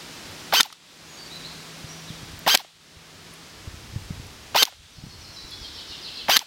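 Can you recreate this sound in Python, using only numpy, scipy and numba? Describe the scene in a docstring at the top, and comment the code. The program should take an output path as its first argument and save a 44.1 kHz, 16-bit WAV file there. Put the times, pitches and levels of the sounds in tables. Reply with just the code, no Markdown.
"""Electric airsoft rifle in a wood.

Four single shots, close by. In each the motor spins up, gears whine as they draw the piston,
the piston slams home, the pellet hits a backstop, the gears coast and the leaves return a hiss.
Around them: breeze in the leaves, a distant motor, birds, ticks from handling the rifle.
The camera rumbles and bumps in the hand; its gain control ducks on each shot, then recovers."""
import sys
import numpy as np
from scipy import signal
from scipy.fft import rfft, irfft
from scipy.io import wavfile
from scipy.ndimage import uniform_filter1d
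from numba import njit

SR = 44100
rng = np.random.default_rng(int(sys.argv[2]) if len(sys.argv) > 2 else 0)


def int16_out(signal):
    """Quantize to a 16-bit WAV file."""
    q = np.round(np.clip(np.atleast_2d(signal).T, -1, 1) * 32767)
    wavfile.write(sys.argv[1], SR, q.astype(np.int16))


N = 284886
TIME = np.arange(N) / SR

# leaf hiss spectrum: freq_hz, gain_db
LEAF_SPECTRUM = [(18, -63.5), (30, -44), (66, -15), (114, -12.5), (156, -3.5), (187, -6), (315, -5.5),
                 (341, -6), (546, -10.5), (691, -10.5), (830, -11), (1260, -11), (5040, -12),
                 (12300, -27.5), (15500, -30.5)]
# hand rumble spectrum: freq_hz, gain_db
RUMBLE_SPECTRUM = [(20, -15.5), (45, -1.5), (90, 2.5), (160, -8), (300, -20), (700, -43)]
# grip shifts: centre_s, half_width_s, level_db
GRIPS = [(2.25, .2, -50), (4.0, 0.3, -42), (4.79, 0.042, -30.5), (5.07, 0.13, -38.5), (5.6, 0.46, -55.5)]
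# soft bumps on the camera: start_s, level_db, pitch_hz
BUMPS = [(1.842, -28.5, 120), (2.103, -28, 144), (2.23, -30, 132), (2.335, -36, 109), (2.965, -35, 85),
         (3.674, -25.5, 94), (3.935, -29.5, 130), (3.96, -17.5, 110), (4.105, -20, 148), (4.197, -29, 113),
         (4.982, -26.5, 109), (5.037, -23.5, 150), (5.065, -27, 170), (5.445, -35, 55.3), (5.61, -35, 58.7),
         (5.9, -39, 76.6)]
# shots: strike_s, gearbox_db, speed_ratio, cycle_length_ratio, pellet_round_trip_s, pellet_db
SHOTS = [(.6085, 1.5, .99, .985, .0226, 2.5), (2.551, 3, 1.017, 1.015, .0229, 3),
         (4.6307, 1.5, 1.0, .985, .0225, .5), (6.369, 2, 1.005, 1.0, .0228, 1.5)]
# body radiation of the tooth harmonics: freq_hz, gain_db
WHINE_SPECTRUM = [(250, -14), (550, -7), (850, 4), (980, 2), (1130, -11), (1570, -10.5), (2000, -13),
                  (2250, -13), (2600, -3), (3200, -1), (3600, 1), (4100, -1), (4750, -5.5), (5400, -11),
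                  (6250, -7.5), (7800, -22)]
# sliding teeth and brushes: freq_hz, gain_db
RASP_SPECTRUM = [(30, -38.5), (120, -14), (400, -18), (600, -11), (900, 1.5), (1400, 0), (2300, 3.5),
                 (3700, 4), (5500, 3), (7000, -8.5), (9500, -12.5), (13500, -3.5), (16000, -9)]
# gearbox blows: from_strike_s, level_db, t60_s, lowpass_hz
BLOWS = [(-.0862, -23.5, 0.079, 1500), (-.0085, -9, 0.03, 1090), (-.0058, -9, 0.019, 5940),
         (-.0016, 9.5, 0.014, 12800), (.0035, 2.5, 0.0078, 11000), (0.0329, -26, 0.017, 3000),
         (0.0944, -25, 0.026, 1100)]
# gearbox shell modes: freq_hz, level_db
SHELL_MODES = [(290, -1), (760, 4), (1080, -2), (1260, -8), (1560, 7), (1920, -5), (2300, -2), (2950, -55),
               (3550, 14.5), (4080, 9.5), (4700, -7.5), (5300, 3), (6300, -42), (11800, 11)]
# crack of a blow: freq_hz, gain_db
CRACK_SPECTRUM = [(30, -65.5), (100, -23), (300, -10), (550, -9.5), (1100, -5), (2300, 1), (4500, 4.5),
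                  (7000, -5.5), (10000, -10), (12000, -2), (16000, -24)]
# pellet impact: freq_hz, gain_db
PELLET_SPECTRUM = [(200, -14), (1500, -23), (2000, -4), (2350, -10), (2850, -1.5), (3250, 5), (3800, 2.5),
                   (4700, 1.5), (6500, -3), (9000, -12), (12000, -10), (16000, -25)]
# rebounding pellet lands: start_s, tick_db, ring_hz, ring_db
REBOUNDS = [(.7262, -15.5, 1250, -15.5)]
# scatter off trunks and leaves, mostly treble: freq_hz, gain_db
SCATTER_SPECTRUM = [(150, -23), (900, -8), (2000, -6), (3600, 0), (5500, -6), (8000, -10.5), (15000, -26)]
# near birds, single whistles: start_s, length_s, start_hz, end_hz, level_db
CHIRPS = [(1.071, 0.088, 6800, 6570, -47), (1.167, 0.082, 4670, 4510, -41.5),
          (1.3, 0.035, 3650, 4070, -38.5), (1.328, 0.028, 4050, 4025, -36.5),
          (1.435, .039, 3650, 4500, -37), (1.883, .04, 5500, 6010, -41), (2.071, .045, 4250, 3090, -43)]
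# rifle handling ticks: start_s, level_db, ring_hz
TICKS = [(2.318, -45, 11000), (2.391, -33, 15500), (3.338, -43, 10900), (4.267, -44, 11000),
         (5.51, -44, 11000)]
# far bird, a sinking run of syllables: start_s, foot_hz, slur_db, low_note_db
SYLLABLES = [(4.899, 4430, -45.5, -43), (5.045, 4420, -48.5, -41), (5.185, 4270, -44, -43),
             (5.313, 4070, -41.5, -35), (5.458, 3497, -40, -34.5), (5.585, 3256, -37, -37),
             (5.725, 3100, -37, -39.5), (5.86, 2900, -35, -41), (6.004, 2730, -33.5, -45),
             (6.13, 2696, -34, -42)]

# nominal gearbox cycle, piston strike at 0; each shot scales its length and speed
START_S, PICKUP_S, RELEASE_S, CUTOFF_S, OVERRUN_S = -.086, -.0745, -.0125, .026, .0493
FIRST_TOOTH_HZ, FULL_TOOTH_HZ = 195, 1605
TOP_HZ = 15900


def undb(db):
    """Decibels to gain."""
    return 10 ** (np.asarray(db) / 20)


def unit(x):
    """Scale to rms 1."""
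    return x / np.sqrt(np.mean(x ** 2))


def response(spectrum, hz):
    """Gain of a (freq_hz, gain_db) table at hz."""
    freq_hz, gain_db = np.transpose(spectrum)
    return undb(np.interp(np.log(np.maximum(hz, 1)), np.log(freq_hz), gain_db))


def convolve(x, kernel):
    """Convolve with the kernel scaled to unit energy."""
    return signal.fftconvolve(x, kernel / np.linalg.norm(kernel))[:len(x)]


def colour(x, spectrum, taps=2048):
    """Minimum-phase filter; white noise keeps its power."""
    cepstrum = irfft(np.log(response(spectrum, np.arange(taps // 2 + 1) * SR / taps)))
    causal = np.r_[cepstrum[0], 2 * cepstrum[1:taps // 2]]
    return convolve(x, irfft(np.exp(rfft(causal, taps))))


def lowpass(x, hz, order):
    """Maximally flat low-pass."""
    return signal.sosfilt(signal.butter(order, hz, fs=SR, output="sos"), x)


def walk(rate_hz, size):
    """Smooth random drift, spread near 1."""
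    step = max(int(SR / rate_hz), 1)
    stairs = np.repeat(rng.standard_normal(size // step + 2), step)
    return unit(uniform_filter1d(stairs, step))[:size]


def chatter(size):
    """Micro-contacts: equal strength, random sign."""
    return np.sign(rng.standard_normal(size))


def fade(t, t60_s):
    """Exponential decay from t = 0."""
    return (t >= 0) * np.exp(-np.log(1000) * np.maximum(t, 0) / t60_s)


def gate(t, on_s, off_s, attack_s, t60_s):
    """Ramp from on_s, hold, decay from off_s."""
    return np.clip((t - on_s) / attack_s, 0, 1) * fade(np.maximum(t - off_s, 0), t60_s)


def swell(t, centre_s, half_width_s):
    """Bell curve, peak 1."""
    return np.exp(-((t - centre_s) / half_width_s) ** 2)


def add(out, start_s, x):
    """Mix x into out at start_s."""
    i = int(start_s * SR)
    out[i:i + len(x)] += x[:max(N - i, 0)]


def leaves(gust_db=-40.5, lull_db=-45, drop_s=2.26, drop_width_s=.45, sway_db=.28):
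    """Leaves hiss in a breeze that drops once, gust to lull."""
    drop = (1 + np.tanh((TIME - drop_s) / (2 * drop_width_s))) / 2
    breeze_db = gust_db + (lull_db - gust_db) * drop
    hiss = colour(rng.standard_normal(N), LEAF_SPECTRUM)
    return hiss * undb(breeze_db - sway_db * walk(4.66, N))


def distant_motor(pitch_hz=161.5, drift=.011, level_db=-51, sway_db=2):
    """A wavering hum swells and fades."""
    hz = pitch_hz * (1 + drift * walk(32, N))
    hum = unit(np.sin(2 * np.pi * np.cumsum(hz) / SR))
    return hum * swell(TIME, centre_s=2, half_width_s=1.58) * undb(level_db + sway_db * walk(3.8, N))


def camera_handling(rest_db=-56, flutter_db=3, scuff_db=-16, scuff_hz=320, rise_cycles=.41):
    """Fluttering rumble swells as the grip shifts; dull bumps of a cycle or two scuff a little."""
    grip = undb(rest_db) + sum(undb(db) * swell(TIME, s, width_s) for s, width_s, db in GRIPS)
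    rumble = unit(colour(rng.standard_normal(N), RUMBLE_SPECTRUM))
    out = rumble * grip * undb(flutter_db * (walk(25, N) - .5))
    t = TIME[:SR // 10]
    for start_s, db, hz in BUMPS:
        scuff = undb(scuff_db) * unit(lowpass(rng.standard_normal(len(t)), scuff_hz, order=4))
        rise = t * hz / rise_cycles
        envelope = rise * np.exp(1 - rise)
        add(out, start_s, undb(db) * envelope * (np.sin(2 * np.pi * hz * t) + scuff))
    return out


def rifle_motor(t, spin_up_s=.057, sag_hz=60, coast_tau_s=.041):
    """Nominal tooth rate and spring draw (0-1): spin up, sag against the spring, run free, coast."""
    draw = np.clip((t - PICKUP_S) / (RELEASE_S - PICKUP_S), 0, 1)
    spun = np.sin(np.pi / 2 * np.clip((t - START_S) / spin_up_s, 0, 1))
    strain = draw ** 2 * np.clip(t / RELEASE_S, 0, 1)
    driven_hz = FIRST_TOOTH_HZ + (FULL_TOOTH_HZ - FIRST_TOOTH_HZ) * spun - sag_hz * strain
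    coast = np.exp(-np.maximum(t - CUTOFF_S, 0) / coast_tau_s)
    return driven_hz * coast, draw


def gear_load(t, tooth_hz, draw, drawn_db=-10.5, slack_db=-6.5):
    """Whine and rasp gains: gears run free, draw the spring, let the piston slide, overrun the motor."""
    free = (t >= START_S) * (tooth_hz / FULL_TOOTH_HZ) ** .59
    free *= fade(np.maximum(t - OVERRUN_S, 0), t60_s=.14)
    driven = gate(t, START_S, RELEASE_S, attack_s=.009, t60_s=.05)
    drawing = gate(t, PICKUP_S, RELEASE_S, attack_s=.0024, t60_s=.05)
    sliding = gate(t, RELEASE_S, off_s=.0033, attack_s=.0088, t60_s=.031)
    overrun = swell(t, OVERRUN_S, half_width_s=.015)
    spring_db = drawn_db + slack_db * (1 - draw)
    whine = undb(-43) * free + undb(spring_db) * driven + undb(-22.5) * overrun
    rasps = [undb(-27) * free, undb(-19) * drawing, undb(-11) * sliding, undb(-29.5) * overrun]
    return whine, np.linalg.norm(rasps, axis=0)


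def gears(t, speed, wobble=.008, backlash=.04, rough=.22, poles_db=-23, bite=.71, eccentric=.2):
    """Teeth whine in harmonics and rasp once a tooth; the ten-tooth pinion runs off centre."""
    nominal_hz, draw = rifle_motor(t)
    whine_gain, rasp_gain = gear_load(t, nominal_hz, draw)
    tooth_hz = speed * nominal_hz
    pace = tooth_hz / tooth_hz.max()
    jitter = (wobble + backlash * (1 - pace)) * walk(900, len(t))  # teeth rattle until up to speed
    tooth_phase = 2 * np.pi * np.cumsum(tooth_hz * (1 + jitter)) / SR
    shaft_phase = tooth_phase / 10 + rng.uniform(0, 2 * np.pi)
    whine = undb(poles_db) * np.sin(3 * shaft_phase)  # three motor poles tug each turn
    for k in range(1, 6):
        harmonic = response(WHINE_SPECTRUM, k * tooth_hz) * np.sin(k * tooth_phase + rng.uniform(0, 2 * np.pi))
        hardness = pace ** max(k - 2, 0)  # faster teeth meet harder: more overtones
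        whine += harmonic * hardness * (1 + rough * walk(700, len(t)))
    friction = rng.standard_normal(len(t)) * (1 + bite * np.cos(tooth_phase))
    rasp = colour(friction, RASP_SPECTRUM)
    return (1 + eccentric * np.sin(shaft_phase)) * (whine_gain * whine + rasp_gain * rasp)


def blows(t, push_s=.00067, shell_t60_s=.014, ring_db=-6):
    """Motor kick, piston release, slam, bounce and latch: each cracks and rings the gearbox shell."""
    force = 0
    for start_s, db, t60_s, lowpass_hz in BLOWS:
        contact = unit(lowpass(chatter(len(t)), lowpass_hz, order=2))
        force += undb(db) * gate(t, start_s, start_s + push_s, push_s, t60_s) * contact
    age = t - t[0]
    modes = sum(undb(db) * rng.choice([-1, 1]) * np.cos(2 * np.pi * hz * age) for hz, db in SHELL_MODES)
    ring = convolve(force, modes * fade(age, shell_t60_s))
    return undb(ring_db) * ring + colour(force, CRACK_SPECTRUM)


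def pellet(t60_s=.0079, push_s=.00017, tail_db=-24):
    """A light plastic ball strikes: a short, bright tick."""
    t = TIME[:SR // 20]
    envelope = gate(t, 0, push_s, push_s, t60_s) + undb(tail_db) * fade(t, t60_s=.026)
    return colour(chatter(len(t)) * envelope, PELLET_SPECTRUM)


def rifle():
    """One gearbox cycle and one pellet per shot; the first pellet rebounds."""
    out = np.zeros(N)
    t = np.arange(-.092, .14, 1 / SR)
    for strike_s, gearbox_db, speed, stretch, round_trip_s, pellet_db in SHOTS:
        gearbox = gears(t / stretch, speed) + blows(t / stretch)
        add(out, strike_s + t[0], undb(gearbox_db) * gearbox)
        add(out, strike_s + round_trip_s, undb(pellet_db) * pellet())
    age = TIME[:SR // 20]
    for start_s, tick_db, ring_hz, ring_db in REBOUNDS:
        knock = undb(ring_db) * fade(age, t60_s=.021) * np.sin(2 * np.pi * ring_hz * age)
        add(out, start_s, undb(tick_db) * pellet(t60_s=.023) + knock)
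    return out


def leaf_echo(x, t60_s=.94, rise_s=.019):
    """Countless leaves return a shot's energy as a smooth, dying hiss."""
    t = TIME[:SR]
    arrivals = (fade(t, t60_s) * (1 - np.exp(-t / rise_s))) ** 2
    energy = np.abs(signal.fftconvolve(x ** 2, arrivals / arrivals.sum())[:N])
    return np.sqrt(energy) * colour(rng.standard_normal(N), SCATTER_SPECTRUM)


def whistle(length_s, start_hz, end_hz, db):
    """One bird glide; wider sweeps are burrier."""
    progress = np.linspace(0, 1, int(length_s * SR))
    burr = .01 + .06 * abs(np.log(end_hz / start_hz))
    hz = start_hz * (end_hz / start_hz) ** progress * (1 + burr * walk(600, len(progress)))
    envelope = np.sqrt(np.abs(np.sin(np.pi * progress)))
    return undb(db) * envelope * np.sin(2 * np.pi * np.cumsum(hz) / SR)


def trunk_echo(x, t60_s, rise_s):
    """Scatter from many trunks builds and dies away."""
    t = TIME[:SR]
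    return convolve(x, rng.standard_normal(SR) * fade(t, t60_s) * (1 - np.exp(-t / rise_s)))


def birds(near_direct_db=-.5, far_direct_db=-16, echo_db=2):
    """Near chirps and a far song, heard largely by way of the trees."""
    near, far = np.zeros(N), far_song()
    for start_s, length_s, start_hz, end_hz, db in CHIRPS:
        add(near, start_s, whistle(length_s, start_hz, end_hz, db))
    close_trunks = .75 * trunk_echo(near + far, t60_s=.3, rise_s=.004)
    deep_wood = .65 * trunk_echo(near + far, t60_s=1.1, rise_s=.03)
    direct = undb(near_direct_db) * near + undb(far_direct_db) * far
    return direct + undb(echo_db) * (close_trunks + deep_wood)


def rifle_ticks(t60_s=.011, crack_db=-5):
    """The handled rifle ticks: tiny cracks with a narrow, high ring."""
    out, t = np.zeros(N), TIME[:SR // 20]
    for start_s, db, hz in TICKS:
        contact = chatter(len(t)) * fade(t, t60_s)
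        ring = colour(contact, [(.8 * hz, -30), (hz, 0), (1.2 * hz, -30)])
        add(out, start_s, undb(db) * (ring + undb(crack_db) * contact))
    return out


def far_song(first_top_hz=6200, sink_hz_per_s=520, slur_s=.095, note_delay_s=.044, note_s=.031):
    """Each syllable starts lower and slurs down to its foot, over a short low note."""
    out = np.zeros(N)
    for start_s, foot_hz, slur_db, note_db in SYLLABLES:
        top_hz = first_top_hz - sink_hz_per_s * (start_s - SYLLABLES[0][0])
        add(out, start_s, whistle(slur_s, top_hz, foot_hz, slur_db))
        add(out, start_s + note_delay_s, whistle(note_s, foot_hz, .962 * foot_hz, note_db))
    return out


def scene():
    """Rifle close by, wood all around; mono."""
    shots = rifle()
    mix = shots + undb(-26) * leaf_echo(shots) + birds() + camera_handling() + rifle_ticks()
    return (mix + leaves() + distant_motor())[None]


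@njit
def ducking(excess_db, attack_s, hold_s, release_s):
    """Gain reduction in dB: rises fast with the excess, holds, relaxes."""
    out, cut_db, wait_s = np.empty(len(excess_db)), 0., 0.
    for i in range(len(excess_db)):
        wait_s = hold_s if excess_db[i] > 0 else wait_s - 1 / SR
        if excess_db[i] > cut_db:
            cut_db += (excess_db[i] - cut_db) / (attack_s * SR)
        elif wait_s < 0:
            cut_db -= cut_db / (release_s * SR)
        out[i] = cut_db
    return out


def record(dry, threshold_db=-17, ceiling=.76):
    """Camera gain control, soft overload and treble cut-off."""
    level_db = 10 * np.log10(np.abs(uniform_filter1d(dry[0] ** 2, size=128)) + 1e-12)
    excess_db = np.maximum(level_db - threshold_db, 0)
    ducked = dry * undb(-ducking(excess_db, attack_s=.0067, hold_s=.13, release_s=.2))
    rounded = ceiling * np.tanh(ducked / ceiling)
    return signal.sosfiltfilt(signal.ellip(10, .1, 60, TOP_HZ, fs=SR, output="sos"), rounded)


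dry = scene()
out = record(dry)
int16_out(out)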